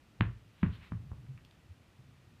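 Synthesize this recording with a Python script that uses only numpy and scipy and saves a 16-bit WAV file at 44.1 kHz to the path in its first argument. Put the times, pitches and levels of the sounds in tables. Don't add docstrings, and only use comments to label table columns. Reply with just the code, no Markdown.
import sys
import numpy as np
from scipy import signal
from scipy.fft import rfft, irfft, next_fast_len
from scipy.io import wavfile

SR = 44100
rng = np.random.default_rng(int(sys.argv[2]) if len(sys.argv) > 2 else 0)


def pcm_store(signal):
    levels = np.round(np.clip(np.atleast_2d(signal), -1, 1) * 32767)
    wavfile.write(sys.argv[1], SR, levels.astype(np.int16).T)


N = 105840
POCK_SLOPE = 4.54


def amp(db):
    return 10 ** (np.asarray(db) / 20)


def along(points, hz):
    freqs, values = np.transpose(points)
    return np.interp(np.log(hz + 1), np.log(freqs + 1), values)


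def hump(hz, centre_hz, octaves):
    return np.exp(-.5 * (np.log2((hz + 1) / centre_hz) / octaves) ** 2)


def since(s):
    return np.arange(N) / SR - s


def filtered(x, response):
    size = next_fast_len(N + SR // 2)
    return irfft(rfft(x, size) * response(np.fft.rfftfreq(size, 1 / SR)), size)[:N]


def noise(response):
    x = filtered(rng.standard_normal(N), response)
    return x / np.sqrt(np.mean(x ** 2) + 1e-20)


def room_tone():
    # (frequency [Hz], relative level [dB])
    spectrum = [(12, -55), (20, -11.5), (87, -1), (143, -6), (242, -10), (319, -12.5), (409, -17.5),
                (1020, -22.5), (1270, -21.5), (1680, -24.5), (1930, -22.5), (2160, -26), (2410, -23),
                (5240, -33), (15000, -44.5)]
    return amp(-62.5) * noise(lambda hz: amp(along(spectrum, hz)))


def room(x, build_s=0.0016):
    # (frequency [Hz], t60 [s])
    decay = [(60, 0.54), (150, 0.24), (400, 0.3), (800, 0.28), (1800, .3), (4000, 0.24), (10000, 0.19)]
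    hz, t, spectra = signal.stft(rng.standard_normal(SR // 2), SR, nperseg=256)
    tail = signal.istft(spectra * amp(-60 * t / along(decay, hz)[:, None]), SR, nperseg=256)[1]
    tail *= 1 - np.exp(-np.arange(len(tail)) / SR / build_s)
    return signal.fftconvolve(x, tail / np.linalg.norm(tail))[:N]


def rustles(peak_db=4.5):
    # (middle [s], half length [s], level [dB], spectral peak [Hz])
    brushes = [(0.63, 0.052, -68.5, 3020), (.748, 0.019, -59.5, 3510), (0.846, 0.03, -60.5, 2340)]
    # (frequency [Hz], relative level [dB])
    spectrum = [(200, -7.5), (700, -13.5), (1200, -5.5), (2500, -7), (4100, -12), (5200, -27),
                (9000, -35.5)]
    out = np.zeros(N)
    for s, half, db, peak_hz in brushes:
        brush = noise(lambda hz: amp(along(spectrum, hz) + peak_db * hump(hz, peak_hz, octaves=.25)))
        out += amp(db) * brush / np.sqrt(1 + np.abs(since(s) / half) ** 3.35)
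    return out


def claws(scrape_db=-4.5, room_db=-8):
    # (time [s], level [dB], centre [Hz], width [octaves], scrape t60 [s])
    ticks = [(1.266, -55.5, 1960, 0.45, 0.0082), (1.377, -51, 1760, 0.38, 0.026),
             (1.45, -46, 3480, 0.41, 0.0067), (1.511, -53.5, 3060, 0.37, 0.013)]
    out = np.zeros(N)
    for s, db, tick_hz, octaves, t60 in ticks:
        t = since(s)
        colour = lambda hz: hump(hz, tick_hz, octaves)
        tap = filtered(np.arange(N) == round(s * SR), colour)
        scrape = (t >= 0) * amp(scrape_db - 60 * np.abs(t) / t60) * noise(colour)
        out += amp(db) * (tap / tap.max() + scrape)
    return out + amp(room_db) * room(out)


def floor_rumble():
    # (time [s], level [dB])
    roll = [(.9, -103), (1.0, -51), (1.35, -53), (1.5, -66.5), (1.9, -72.5), (2.1, -61), (2.4, -66.5)]
    # (frequency [Hz], relative level [dB])
    spectrum = [(25, -44), (55, 3), (90, -0.5), (125, 8.5), (190, -6.5), (400, -23.5), (1200, -54)]
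    # (peak time [s], level [dB], pitch [Hz], rise [s], fall [s])
    bumps = [(0.998, -37, 112, 0.013, 0.014), (1.065, -40, 128, 0.028, 0.015),
             (1.199, -52.5, 131.4, 0.039, 0.053), (1.299, -39.5, 131.3, 0.016, 0.033),
             (1.719, -45.5, 86.4, 0.03, 0.015), (1.997, -49.5, 131.5, 0.011, 0.032),
             (2.094, -51.5, 134, 0.005, 0.031)]
    out = amp(np.interp(since(0), *np.transpose(roll))) * noise(lambda hz: amp(along(spectrum, hz)))
    for s, db, hz, rise, fall in bumps:
        t = since(s)
        swell = np.exp(-(t / np.where(t < 0, rise, fall)) ** 2)
        out += amp(db) * swell * np.cos(2 * np.pi * hz * t)
    return out


def thud(s, top_hz, spot_hz, spot_db, stretch, lag_s=0.00068):
    # (frequency [Hz], relative level [dB], unstretched t60 [s], unstretched swell time [s])
    modes = [(55.9, -9.5, 0.3, 0.014), (70.3, -7, 0.23, 0.023), (86.5, -1.5, 0.21, 0.015),
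             (112, 0.5, .19, 0.013), (121.7, -15, 0.096, 0.015), (168.5, -8, 0.2, 0.00084),
             (188, -6, 0.092, 0.00071), (211.3, -11, 0.096, 0.0014), (271.5, -9, 0.056, 0.0017),
             (307.5, -17.5, .09, 0.00079), (400.2, -22, 0.28, 0.0011), (495, -20, 0.092, 0.006)]
    t = since(s + lag_s)
    ringing = (t > -.02) & (t < .6)
    t = t[ringing]
    age = t / stretch
    out = np.zeros(N)
    for hz, db, t60, swell in modes:
        gain = amp(db + spot_db * hump(hz, spot_hz, octaves=0.11)) / np.sqrt(1 + (hz / top_hz) ** 6)
        rise = .5 + .5 * np.tanh((age - swell) / (swell + 0.00092))
        decay = amp(-60 * np.maximum(age, 0) / t60)
        out[ringing] += gain * rise * decay * np.sin(2 * np.pi * hz * t)
    return out


def shell(s, top_hz):
    # (frequency [Hz], relative level [dB], t60 [s])
    modes = [(1012, -26.5, .11), (1340, -35.5, 0.038), (1768, -29.5, 0.29)]
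    t = np.maximum(since(s), 0)
    return sum(amp(db - 60 * t / t60) * np.sin(2 * np.pi * hz * t) / (1 + (hz / top_hz) ** POCK_SLOPE)
               for hz, db, t60 in modes)


def pock(s, top_hz):
    # (frequency [Hz], relative level [dB])
    spectrum = [(100, -25), (400, -1.5), (560, -1.5), (770, -4.5), (1000, 3.5), (1600, 2.5), (3000, 1),
                (4200, -5), (5500, -23), (8000, -18.5)]
    pulse = np.zeros(N)
    pulse[round(s * SR)] = -1
    pulse = filtered(pulse, lambda hz: amp(along(spectrum, hz)) / (1 + (hz / top_hz) ** POCK_SLOPE))
    return pulse / np.abs(pulse).max()


def ball(thud_room_db=-8):
    # (time [s], thud gain [dB], thud corner [Hz], struck spot's note [Hz], its boost [dB],
    # thud stretch [ratio], pock peak [dB], pock corner [Hz], ring and room [dB re pock],
    # echo delay [s], echo [dB re pock])
    bounces = [(.2091, -19, 335, 118.2, 11, 0.65, -12, 3060, -11, 0.013, -18.5),
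               (0.6313, -19.5, 307, 193.3, 7.5, 0.87, -22.5, 2310, -3.5, 0.00305, -5),
               (.921, -26, 196, 150, 3, 0.94, -32.5, 1610, -9, 0.014, -15),
               (1.117, -31, 130, 91.6, 10.5, 0.39, -41.5, 1070, -6.5, 0.017, -9)]
    out = np.zeros(N)
    for s, thud_db, thud_hz, spot_hz, spot_db, stretch, pock_db, pock_hz, tail_db, lag, echo_db in bounces:
        snap = amp(pock_db) * pock(s, pock_hz)
        boards = amp(thud_db) * thud(s, thud_hz, spot_hz, spot_db, stretch)
        echo = amp(echo_db) * np.roll(snap, round(lag * SR))
        ring = amp(pock_db) * shell(s, pock_hz)
        tail = amp(tail_db) * (room(snap) + ring)
        out += snap + echo + tail + boards + amp(thud_room_db) * room(boards)
    return out


def scene():
    return (room_tone() + ball() + floor_rumble() + claws() + rustles())[None]


def record(dry, low_cut_hz=32, top_hz=15350):
    return filtered(dry[0], lambda hz: (1j * hz / (low_cut_hz + 1j * hz)) * (hz < top_hz))[None]


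dry = scene()
out = record(dry)
pcm_store(out)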